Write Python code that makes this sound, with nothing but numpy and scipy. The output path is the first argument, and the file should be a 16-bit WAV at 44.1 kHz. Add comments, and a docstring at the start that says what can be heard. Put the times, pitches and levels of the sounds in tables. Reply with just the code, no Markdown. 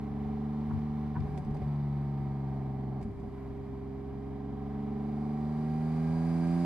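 """A straight-six heard from the driver's seat on a country road: its exhaust booms in the cabin as harmonic tones.
It pulls, lifts off with a low burble, coasts with the fuel cut, picks up at part throttle, then pulls up the revs.
Most engine layers follow speed and throttle, tones and noise alike; the block's drone has its own level over time.
Around them lie filtered noise for road and tyres, two road joints, damped jolts and clunks, and buzzing trim.
Two microphone ports close together give each pitch its own left-right balance."""
import sys
import numpy as np
from scipy import signal
from scipy.fft import rfft, irfft
from scipy.io import wavfile

SR = 44100
rng = np.random.default_rng(int(sys.argv[2]) if len(sys.argv) > 2 else 0)


def output_pcm(signal):
    """Save a mono or channel-first signal as 16-bit PCM at the path in sys.argv[1].

    Samples are clipped to [-1, 1] before scaling.
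    """
    pcm = np.clip(np.atleast_2d(signal).T, -1, 1) * 32767
    wavfile.write(sys.argv[1], SR, np.round(pcm).astype(np.int16))


N = 293265
TIME, HZ = np.arange(N) / SR, np.fft.rfftfreq(N, 1 / SR)
# the engine's tones lie under 3 kHz and live on a coarser time grid
STEP = 7
COARSE = TIME[::STEP]

# microphone: left minus right port for tones and for noise: f/Hz, level/dB
TONE_SIDE = [(70, 2.5), (145, 0.9), (170, -3.5), (215, -0.5), (285, -2), (345, -7.5), (410, -9.5),
             (600, -4), (780, -4.5), (1200, -1)]
NOISE_SIDE = [(40, -9.5), (100, 13), (170, 3.5), (400, -4), (700, 1.5), (1100, 1), (2200, 0), (4500, 1),
              (8500, -2.5), (13000, 0)]
# likeness of the noise at the two ports: f/Hz, correlation
PORT_LIKENESS = [(40, .93), (250, .88), (600, .8), (1100, .8), (2200, .74), (4500, .58), (8000, .35),
                 (14000, .35)]
TREBLE_EDGE_HZ = 15300  # the highest treble is left out

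# road rumble through the body, and tyre and wind roar: f/Hz, level/dB per Hz
RUMBLE = [(12, -102), (22, -91), (40, -77), (70, -73.5), (100, -68), (125, -76), (175, -77.5), (230, -72.5),
          (290, -76), (390, -79.5), (440, -91.5), (500, -89)]
ROAR = [(250, -100), (520, -92.5), (760, -86), (860, -91), (1030, -88), (1400, -99.5), (2380, -100),
        (2560, -109), (2900, -111), (4400, -117.5), (5100, -118), (5800, -124), (10000, -124.5),
        (13000, -124), (15000, -127)]
# coarseness of the road surface: t/s, change of roar level/dB
SURFACE_DB = [(0, 1.5), (1.5, 1.5), (3, -0.5), (4.4, -1), (5.2, 1), (6.65, 2)]
# tyres cross a road joint: t/s, slap level/dB, scuff level/dB, thump level/dB
JOINTS = [(0.709, -42, -55, -32), (1.162, -39, -45, -32)]
# ringing of a struck tyre: f/Hz, level/dB, decay time/s
TYRE = [(960, -3, .008), (1090, 0, .007), (1420, -6, .005), (1700, -11, .005)]

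# loose trim buzzes briefly: t/s, sizzle level/dB, lower rattle level/dB, decay time/s, sizzle centre f/Hz
TRIM_BUZZES = [(1.203, -76, -56.5, 0.0074, 6000), (1.374, -59, -55, 0.0054, 7040),
               (1.383, -66, -62, .006, 9500), (1.447, -71, -63, 0.008, 8200),
               (1.507, -69, -62, 0.0044, 6000), (1.543, -67, -62, 0.011, 9800),
               (1.567, -70, -58, 0.0067, 5800), (1.615, -75, -56, 0.0087, 7500),
               (3.012, -73, -66, 0.013, 7000), (3.025, -66, -65, 0.013, 8500),
               (3.197, -71.5, -67, 0.0077, 6000)]
# colour of a sizzle: f/Hz, relative level/dB per Hz
SIZZLE_COLOUR = [(800, -6), (2200, 2), (3000, -1), (5000, 0), (8000, 0), (11000, -4), (12500, -16)]
# resonances of the loose trim: f/Hz, width/Hz, relative level/dB
TRIM_MODES = [(2230, 710, 5), (3300, 600, -4.5), (4260, 240, -5), (4860, 250, -1), (5040, 170, -15)]
BUZZ_ATTACK_S, CONTACTS_PER_S = 0.0025, 2200

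# the body jolts at the second road joint and as the load changes:
# t/s, shudder level/dB, thud level/dB, panel boom level/dB
JOLTS = [(1.16, -39.5, -35, -36), (1.225, -36, -45.5, -45.5), (1.274, -34.5, -51.5, -51),
         (1.333, -42, -45.5, -38), (1.434, -37.5, -43.5, -39.5), (1.486, -31.5, -35.5, -44),
         (1.53, -37.5, -40, -34.5), (1.605, -34.5, -37.5, -39), (3.026, -36, -45, -52.5),
         (3.046, -40.5, -42, -30.5), (3.092, -45.5, -36.5, -44), (3.151, -39, -49.5, -51),
         (3.222, -46, -38, -36.5)]
# body shudder, cabin air thud and panel boom after a jolt: f/Hz, level/dB, decay time/s
SHUDDER = [(39.5, -1, 0.032), (65.2, -1, .03)]
CABIN_AIR = [(104, 3, 0.026)]
PANELS = [(186, -3, 0.026), (214.6, -0.5, 0.025)]
# the drive line takes up its slack: t/s, level/dB
CLUNKS = [(1.251, -51), (1.362, -44), (1.378, -44), (1.447, -49), (1.495, -51.5), (1.547, -40),
          (1.614, -39), (3.235, -45)]
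# ringing of a clunk: f/Hz, level/dB, decay time/s
CLUNK_MODES = [(395, 3.5, .016), (570, -2.5, 0.012), (690, -0.5, 0.0044), (745, -1, 0.024)]
# rubber mounts cushion each blow: rise times
SHUDDER_SOFT_S, THUD_SOFT_S, CLUNK_SOFT_S = 0.011, 0.0038, 0.0038

# engine speed as the pulse rate of one three-cylinder bank: t/s, f/Hz
BANK_SPEED = [(0.0, 70.83), (0.3, 72.38), (0.75, 74.37), (1.15, 73.63), (1.75, 72.07), (2.3, 69.31),
              (2.75, 67.24), (3.05, 66.52), (3.4, 66.87), (3.65, 67.34), (3.85, 66.95), (4.3, 68.2),
              (4.65, 69.49), (5.0, 71.52), (5.35, 74.06), (5.9, 78.76), (6.65, 86.26)]
CRUISE_HZ = 71.5  # bank pulse rate at cruising speed
# the pedal: t/s, throttle 0-1
THROTTLE = [(0, 0.4), (.45, 0.56), (.8, 0.59), (1.19, 0.4), (1.29, 0.1), (1.41, 0), (1.46, 0.5),
            (1.56, 0.2), (3.15, 0.06), (3.45, 0.2), (4.35, 0.31), (4.65, 0.4), (5.2, 0.76), (6, 0.89),
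            (6.65, 0.98)]
# the fuel is cut while the car coasts, and the cylinders only pump air
FUEL_OFF_S, FUEL_ON_S, FUEL_FADE_S, FUEL_RETURN_S = 1.658, 3.016, 0.023, 0.0094

# engine layers at cruising speed: level/dB throttle shut, half open, wide open, coasting; dB more per speed doubling
CLATTER_DB = (-61.5, -58.5, -59.5, -60, 29.5)
VALVES_DB = (-81.5, -82, -80, -80, 36.5)
INTAKE_DB = (-81.5, -89, -75.5, -85.5, 37)
HISS_DB = (-87.5, -87, -79.5, -81.5, 37.5)
RASP_DB = (-62.5, -64.5, -48.5, -56, 18.5)
MUTTER_DB = (-58, -72.5, -74, -74.5, -4)

# engine clatter, and air rushing into the intake: f/Hz, relative level/dB per Hz
CLATTER = [(400, -11), (560, 10), (770, 7.5), (860, 14), (1020, 14.5), (1400, 2), (1600, -3.5), (1900, 1),
           (2380, -11), (2560, -12.5), (3000, -7), (4300, -18.5), (5400, -21), (6000, -19.5)]
INTAKE = [(3200, -5), (5000, -2), (5800, -4), (6500, 0), (7400, -2), (8300, -1), (8900, 1), (9800, -2),
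          (11200, -5), (12000, -14)]
# ringing of the valve gear, and resonances of the intake duct: f/Hz, width/Hz, relative level/dB
VALVE_GEAR = [(3640, 150, -4), (3990, 620, 1), (4840, 410, -5), (5320, 310, -5.5)]
DUCT = [(1195, 60, -3), (1615, 48, 0), (2280, 110, -9), (2400, 90, -9.5), (4560, 100, -15),
        (4810, 110, -12.5), (5240, 130, -17.5)]
# share of each mechanical noise that repeats from cycle to cycle
CLATTER_REPEAT, VALVES_REPEAT, DUCT_REPEAT = .62, 0.6, 0.68
# centre of the thin metallic hiss in the exhaust pipe, sliding with the heat of the gas: t/s, f/Hz
PIPE_HISS = [(0, 4380), (1.6, 4600), (2.8, 4450), (4.3, 4730), (5.5, 4630), (6.65, 4730)]

# thin whine on the engine while it coasts: multiple of the cycle rate, level/dB
WHINE_DB = {34: -64, 39: -64, 51: -74, 54: -77}
# resonances of block and cabin, struck by the firings: f/Hz, width/Hz, relative level/dB
BLOCK = [(222, 51, 1.5), (409.4, 28.5, 3.5), (602, 110, -10.5), (769.7, 35.8, 1), (879, 110, -22.5),
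         (1207, 49, -22), (1601, 49, -23)]
# pattern of strong and weak cylinders in some low lines: multiple of the cycle rate, change of level/dB
CYLINDER_DB = {7: 5, 8: -8.5, 10: 6, 11: 6, 13: 1.5, 14: -1, 16: -1.5, 17: 2.5, 19: -0.5, 20: 5.5, 22: -3.5,
               23: -1.5, 28: 3.5, 31: 4, 35: 0}
# level of the block's drone: t/s, level/dB
DRONE_LEVEL = [(0, -48.5), (.45, -47.5), (.85, -52), (1.15, -49), (1.37, -48), (1.415, -56.5), (1.47, -50),
               (1.57, -49), (1.75, -65), (2.5, -50.5), (3, -48.5), (3.15, -57), (4.3, -52), (4.65, -47.5),
               (5.5, -46.5), (5.9, -48.5), (6.65, -49)]
# the upper lines hold nearly steady: share of level that wavers, drift of phase
FLUTTER, SCATTER_RAD = .17, .4
# upper exhaust harmonics: f/Hz, relative level/dB
PIPE = [(450, -8), (510, -3.5), (580, 6.5), (700, 4.5), (745, 10), (778, 14), (808, 5.5), (835, -2.5),
        (870, -13.5), (980, 5), (1100, -9), (1200, -14.5), (1400, -16.5), (1650, -16.5), (2200, -12.5),
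        (2600, -23)]

# uneven firing around the fuel cut: start t/s, length/s, burble level/dB, change of the second boom harmonic/dB
BURBLES = [(1.169, .43, -47.5, 2), (3.032, 0.28, -50.5, -2)]
BURBLE_ATTACK_S, BURBLE_RELEASE_S = 0.039, 0.045
# colour of the burble: f/Hz, relative level/dB per Hz
BURBLE_COLOUR = [(20, -13), (36, 5.5), (62, 4.5), (110, 6.5), (150, 5.5), (195, 18.5), (260, 4), (310, -3),
                 (410, -6), (500, -16.5), (750, -20), (1100, -64)]
# depth of wavering of the boom and of the upper lines during uneven firing
BOOM_STUMBLE, KNOCK_STUMBLE = .28, .45
# exhaust boom before the cabin gain, a row for each of harmonics 1 to 6 of the bank rate:
# level/dB throttle shut, half open, wide open, coasting
BOOM = [(-45, -46, -52.5, -45.5), (-40, -39.5, -39, -31), (-58, -40, -38.5, -43.5),
        (-57.5, -48, -42.5, -54.5), (-67, -63.5, -50.5, -55), (-56, -49, -50, -57)]
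# how the cabin favours each pitch of the boom: f/Hz, gain/dB
CABIN_GAIN = [(66, -2), (86, 4.5), (133, -7.5), (145, -1.5), (160, 7.5), (172, 10), (200, 0), (222, 4),
              (258, 3), (275, 5.5), (318, -12), (336, -0.5), (360, 1.75), (405, 5.5), (428, -2.5),
              (448, -13.5), (480, -10.5), (515, -20)]


def gain_of(db):
    """Decibels to amplitude."""
    return 10 ** (np.asarray(db) / 20)


def evened(x):
    """Scales to rms 1; of a stereo pair, the middle."""
    middle = np.atleast_2d(x).mean(0)
    return x / np.sqrt(np.mean(middle ** 2) + 1e-30)


def curve(rows, column=1, time=TIME):
    """One column of a time table at the given times."""
    rows = np.array(rows)
    return np.interp(time, rows[:, 0], rows[:, column])


def read(points, hz):
    """A spectrum table on a log-frequency axis."""
    f, value = np.transpose(points)
    return np.interp(np.log(hz + 1), np.log(f), value)


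def colour(points):
    """Gain of a spectrum table, falling steeply beyond both ends."""
    low, high = points[0][0], points[-1][0]
    return gain_of(read(points, HZ)) * np.minimum(HZ / low, 1) ** 3 / np.maximum(HZ / high, 1) ** 5


def ring(modes, hz):
    """Complex response of steep resonances, each a damped mode squared."""
    return sum(gain_of(db) / (1 + 2j * (hz - f) / width) ** 2 for f, width, db in modes)


def wander(rate_hz, time=COARSE):
    """Slow random drift of rms 1: low-passed noise on coarse knots."""
    knots = np.linspace(0, N / SR, 1024)
    knot_hz = np.fft.rfftfreq(len(knots), knots[1])
    spectrum = rfft(rng.standard_normal(len(knots))) / (1 + (knot_hz / rate_hz) ** 4)
    return np.interp(time, knots, evened(irfft(spectrum)))


def ports(side_db):
    """Left and right gains with a mean of 1."""
    left = 2 / (1 + gain_of(-side_db))
    return np.array([left, 2 - left])


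def noise(gain, source=None):
    """Stereo cabin noise with the given amplitude per root Hz, from a white source."""
    white = rng.standard_normal((2, N)) if source is None else source
    common, other = rfft(white)
    likeness = np.clip(read(PORT_LIKENESS, HZ), -.9, 1)
    apart = other * np.sqrt((1 - likeness) / (1 + likeness))
    pair = np.array([common + apart, common - apart])
    return irfft(pair * ports(read(NOISE_SIDE, HZ)) * gain, N) * np.sqrt(SR / 2)


def shaped(points):
    """Noise of rms 1 with the given spectrum."""
    return evened(noise(colour(points)))


def at_ports(x, lag_rad=0.17):
    """Cabin standing waves give each tone its own balance; the left lags in phase above 125 Hz and leads below."""
    z = rfft(signal.resample_poly(x, STEP, 1)[:N]) * ports(read(TONE_SIDE, HZ))
    z[0] *= np.exp(-1j * lag_rad * np.tanh((HZ - 125) / 100))
    return irfft(z, N)


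def swell(s, db, half):
    """A bell-shaped envelope around time s."""
    out, near = np.zeros(N), abs(TIME - s) < .15
    out[near] = gain_of(db) * np.exp(-.5 * ((TIME[near] - s) / half) ** 2)
    return out


def burst(s, decay):
    """An envelope that rises quickly at time s and dies away."""
    age = np.clip(TIME - s, 0, 1)
    return np.minimum(age / BUZZ_ATTACK_S, 1) * np.exp(-age / decay)


def strike(modes, s, db, soft_s):
    """A cushioned blow at time s sets damped modes ringing."""
    age = np.maximum(COARSE - s, 0)
    ringing = sum(gain_of(db + mode_db) * np.exp(-age / decay) * np.sin(2 * np.pi * hz * age)
                  for hz, mode_db, decay in modes)
    return (1 - np.exp(-(age / soft_s) ** 2)) * ringing


def coasting(time):
    """1 while the fuel is cut, 0 while the engine fires."""
    since_off = (time - FUEL_OFF_S) / FUEL_FADE_S
    until_on = (FUEL_ON_S - time) / FUEL_RETURN_S
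    return np.clip(.5 + np.minimum(since_off, until_on), 0, 1)


def by_throttle(levels_db, time):
    """Blends shut, half-open and wide-open levels by the pedal; takes the coasting level while the fuel is cut."""
    firing_db = np.interp(curve(THROTTLE, 1, time), [0, .5, 1], levels_db[:3])
    return firing_db + coasting(time) * (levels_db[3] - firing_db)


def effort(law_db, time=TIME):
    """Gain of an engine layer: it depends on the throttle and changes with speed."""
    doublings = np.log2(curve(BANK_SPEED, 1, time) / CRUISE_HZ)
    return gain_of(by_throttle(law_db, time) + law_db[-1] * doublings)


def spell(s, length, time):
    """A spell of uneven firing sets in quickly to be full at s, holds and dies away."""
    attack = np.clip(1 + (time - s) / BURBLE_ATTACK_S, 0, 1)
    return attack * np.exp(-np.maximum(time - s - length, 0) / BURBLE_RELEASE_S)


def unevenness(time=TIME):
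    """Strength of the uneven firing."""
    return sum(gain_of(db) * spell(s, length, time) for s, length, db, _ in BURBLES)


def stumble(depth=.4, rate_hz=16):
    """Random wavering that grows while the cylinders fire unevenly."""
    uneven = unevenness(COARSE)
    return depth * uneven / uneven.max() * wander(rate_hz)


def cyclic(turn, share):
    """White noise of which a share repeats with every engine cycle, so that its fine lines glide with the revs."""
    pattern = signal.resample(rng.standard_normal((2, 1500)), 30000, axis=1)
    place = turn / (2 * np.pi) % 1 * pattern.shape[1]
    again = pattern[:, place.astype(int)]
    share = np.clip(share, 0, 1)
    return np.sqrt(share) * again + np.sqrt(1 - share) * rng.standard_normal((2, N))


def knock_phase(k, cycle_hz, smear=.42):
    """Every line of one knock passes through the same block, so neighbours beat steadily once a cycle."""
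    return smear * k ** 2 + np.angle(ring(BLOCK, k * cycle_hz))


def road(bumps_db=-0.5, gusts_db=1.03):
    """Rumble follows the unevenness of the asphalt; the tyre and wind roar swells and eases more slowly."""
    bumps, gusts = wander(7, TIME), wander(4, TIME)
    rumble = noise(colour(RUMBLE)) * gain_of(bumps_db * bumps)
    roar = noise(colour(ROAR)) * gain_of(curve(SURFACE_DB) + gusts_db * gusts)
    return rumble + roar


def joints(scuff_half=0.011, scuff_delay=0.0025, slap_soft_s=0.001,
           thump_hz=100, thump_delay=0.041, thump_half=0.025):
    """The tread scuffs and slaps the joint, then the suspension passes a low thump into the body."""
    tread = evened(noise(abs(ring([(1006, 170, 18), (1410, 450, 6.2)], HZ))))
    thump_sides = ports(read(NOISE_SIDE, thump_hz))[:, None]
    out, slaps = np.zeros((2, N)), 0
    for s, slap_db, scuff_db, thump_db in JOINTS:
        slaps = slaps + strike(TYRE, s, slap_db, slap_soft_s)
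        thump = swell(s + thump_delay, thump_db, thump_half) * np.sin(2 * np.pi * thump_hz * (TIME - s))
        out += swell(s + scuff_delay, scuff_db, scuff_half) * tread + thump_sides * thump
    return out + at_ports(slaps)


def trim(width_hz=4500):
    """Loose pieces chatter in quick runs of tiny contacts, each run with a sizzle colour of its own."""
    contacts = rng.standard_normal((2, N)) * (rng.random(N) < CONTACTS_PER_S / SR)
    rattle = evened(noise(abs(ring(TRIM_MODES, HZ)), contacts))
    out = 0
    for s, sizzle_db, rattle_db, decay, hz in TRIM_BUZZES:
        band = colour(SIZZLE_COLOUR) / np.hypot(1, 2 * (HZ - hz) / width_hz)
        sizzle = evened(noise(band, contacts))
        out = out + burst(s, decay) * (gain_of(sizzle_db) * sizzle + gain_of(rattle_db) * rattle)
    return out


def jolts():
    """At each jolt the body shudders, cabin air thuds and panels boom; the drive line clunks as it takes up slack."""
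    blows = 0
    for s, shudder_db, thud_db, panel_db in JOLTS:
        blows = blows + strike(SHUDDER, s, shudder_db, SHUDDER_SOFT_S)
        blows = blows + strike(CABIN_AIR, s, thud_db, THUD_SOFT_S)
        blows = blows + strike(PANELS, s, panel_db, THUD_SOFT_S)
    clunks = sum(strike(CLUNK_MODES, s, db, CLUNK_SOFT_S) for s, db in CLUNKS)
    return at_ports(blows + clunks)


def clatter(turn, duct_db=8, firing_depth=0.12, cycle_depth=0.051):
    """Mechanical noise and intake air partly repeat each cycle, and throb with every firing and once a cycle."""
    throb = evened(1 + firing_depth * np.cos(6 * turn) + cycle_depth * np.cos(turn))
    metal = evened(noise(colour(CLATTER), cyclic(turn, CLATTER_REPEAT)))
    valves = evened(noise(abs(ring(VALVE_GEAR, HZ)), cyclic(turn, VALVES_REPEAT)))
    duct = evened(noise(abs(ring(DUCT, HZ)), cyclic(turn, DUCT_REPEAT)))
    air = shaped(INTAKE) + gain_of(duct_db) * duct
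    return throb * (effort(CLATTER_DB) * metal + effort(VALVES_DB) * valves + effort(INTAKE_DB) * air)


def pipe_hiss(turn, width_hz=110, pulsing=0.22):
    """Gas whistles through the pipe in a narrow band, in step with the firings."""
    band = 1 / (1 + (HZ / width_hz) ** 2)
    carrier = 2 * np.pi * np.cumsum(curve(PIPE_HISS)) / SR
    hiss = noise(band) * np.cos(carrier) + noise(band) * np.sin(carrier)
    return effort(HISS_DB) * evened(hiss * (1 + pulsing * np.cos(6 * turn)))


def whine(turn, cycle_hz, flutter=0.18):
    """A few high harmonics stand out while the wheels drive the engine."""
    lines = 0
    for k, db in WHINE_DB.items():
        level = gain_of(db) * (1 + flutter * wander(5))
        lines = lines + level * np.cos(k * turn + knock_phase(k, cycle_hz))
    return coasting(COARSE) * np.sqrt(2) * lines


def drone(turn, cycle_hz):
    """Unequal cylinders knock the block once a cycle: smeared lines of the cycle rate swell in each resonance."""
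    out = 0
    for k in range(4, 76):
        if k % 3 or k > 29:  # the lower exhaust harmonics are left to boom and rasp
            level = gain_of(CYLINDER_DB.get(k, 0)) * abs(ring(BLOCK, k * cycle_hz))
            level = level * (1 + FLUTTER * wander(5.9))
            out = out + level * np.cos(k * turn + knock_phase(k, cycle_hz) + SCATTER_RAD * wander(1.7))
    return gain_of(curve(DRONE_LEVEL, 1, COARSE)) * evened(out)


def rasp(turn, cycle_hz):
    """The higher harmonics of the exhaust puffs come through as the throttle opens wide."""
    out = 0
    for k in range(21, 100, 3):
        level = gain_of(read(PIPE, k * cycle_hz)) * (1 + FLUTTER * wander(4.0))
        out = out + level * np.cos(k * turn + knock_phase(k, cycle_hz))
    return effort(RASP_DB, COARSE) * evened(out)


def burble():
    """Uneven firing makes low exhaust noise around the fuel cut, over a low mutter loudest with the throttle shut."""
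    return (unevenness() + effort(MUTTER_DB)) * shaped(BURBLE_COLOUR)


def boom(turn, cycle_hz, shake=0.023, smear=0.457):
    """Each bank puffs three times a cycle; the silencer leaves a few clean low harmonics and smears each puff."""
    out = 0
    note_db = sum(db * spell(s, length, COARSE) for s, length, _, db in BURBLES)
    for k, levels_db in enumerate(BOOM, 1):
        cabin_db = read(CABIN_GAIN, 3 * k * cycle_hz)
        level_db = by_throttle(levels_db, COARSE) + cabin_db + (k == 2) * note_db
        level = gain_of(level_db) * (1 + shake * wander(9.7))
        out = out + level * np.cos(3 * k * turn + smear * k ** 2 + shake * wander(14))
    return np.sqrt(2) * out


def scene():
    """One four-stroke cycle takes two turns of the crankshaft and paces the engine's tones and pulses."""
    cycle_hz = curve(BANK_SPEED) / 3
    turn = 2 * np.pi * np.cumsum(cycle_hz) / SR  # one round of phase per cycle
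    # the tones' phase wavers during uneven firing
    crank = turn[::STEP] + stumble(depth=0.044, rate_hz=11.0), cycle_hz[::STEP]
    background = road() + joints() + trim() + jolts()
    machinery = clatter(turn) + pipe_hiss(turn)
    knocks = (rasp(*crank) + drone(*crank)) * (1 + stumble(depth=KNOCK_STUMBLE))
    exhaust = boom(*crank) * (1 + stumble(depth=BOOM_STUMBLE))
    return background + machinery + burble() + at_ports(whine(*crank) + knocks + exhaust)


def record(dry):
    """The left port lies slightly farther from the engine, two samples late; a low-pass leaves out the top treble."""
    heard = np.array([np.pad(dry[0], (2, 0))[:N], dry[1]])
    low_pass = signal.firwin(511, TREBLE_EDGE_HZ, window=("kaiser", 9), fs=SR)
    return signal.oaconvolve(heard, low_pass[None], "same")


dry = scene()
out = record(dry)
output_pcm(out)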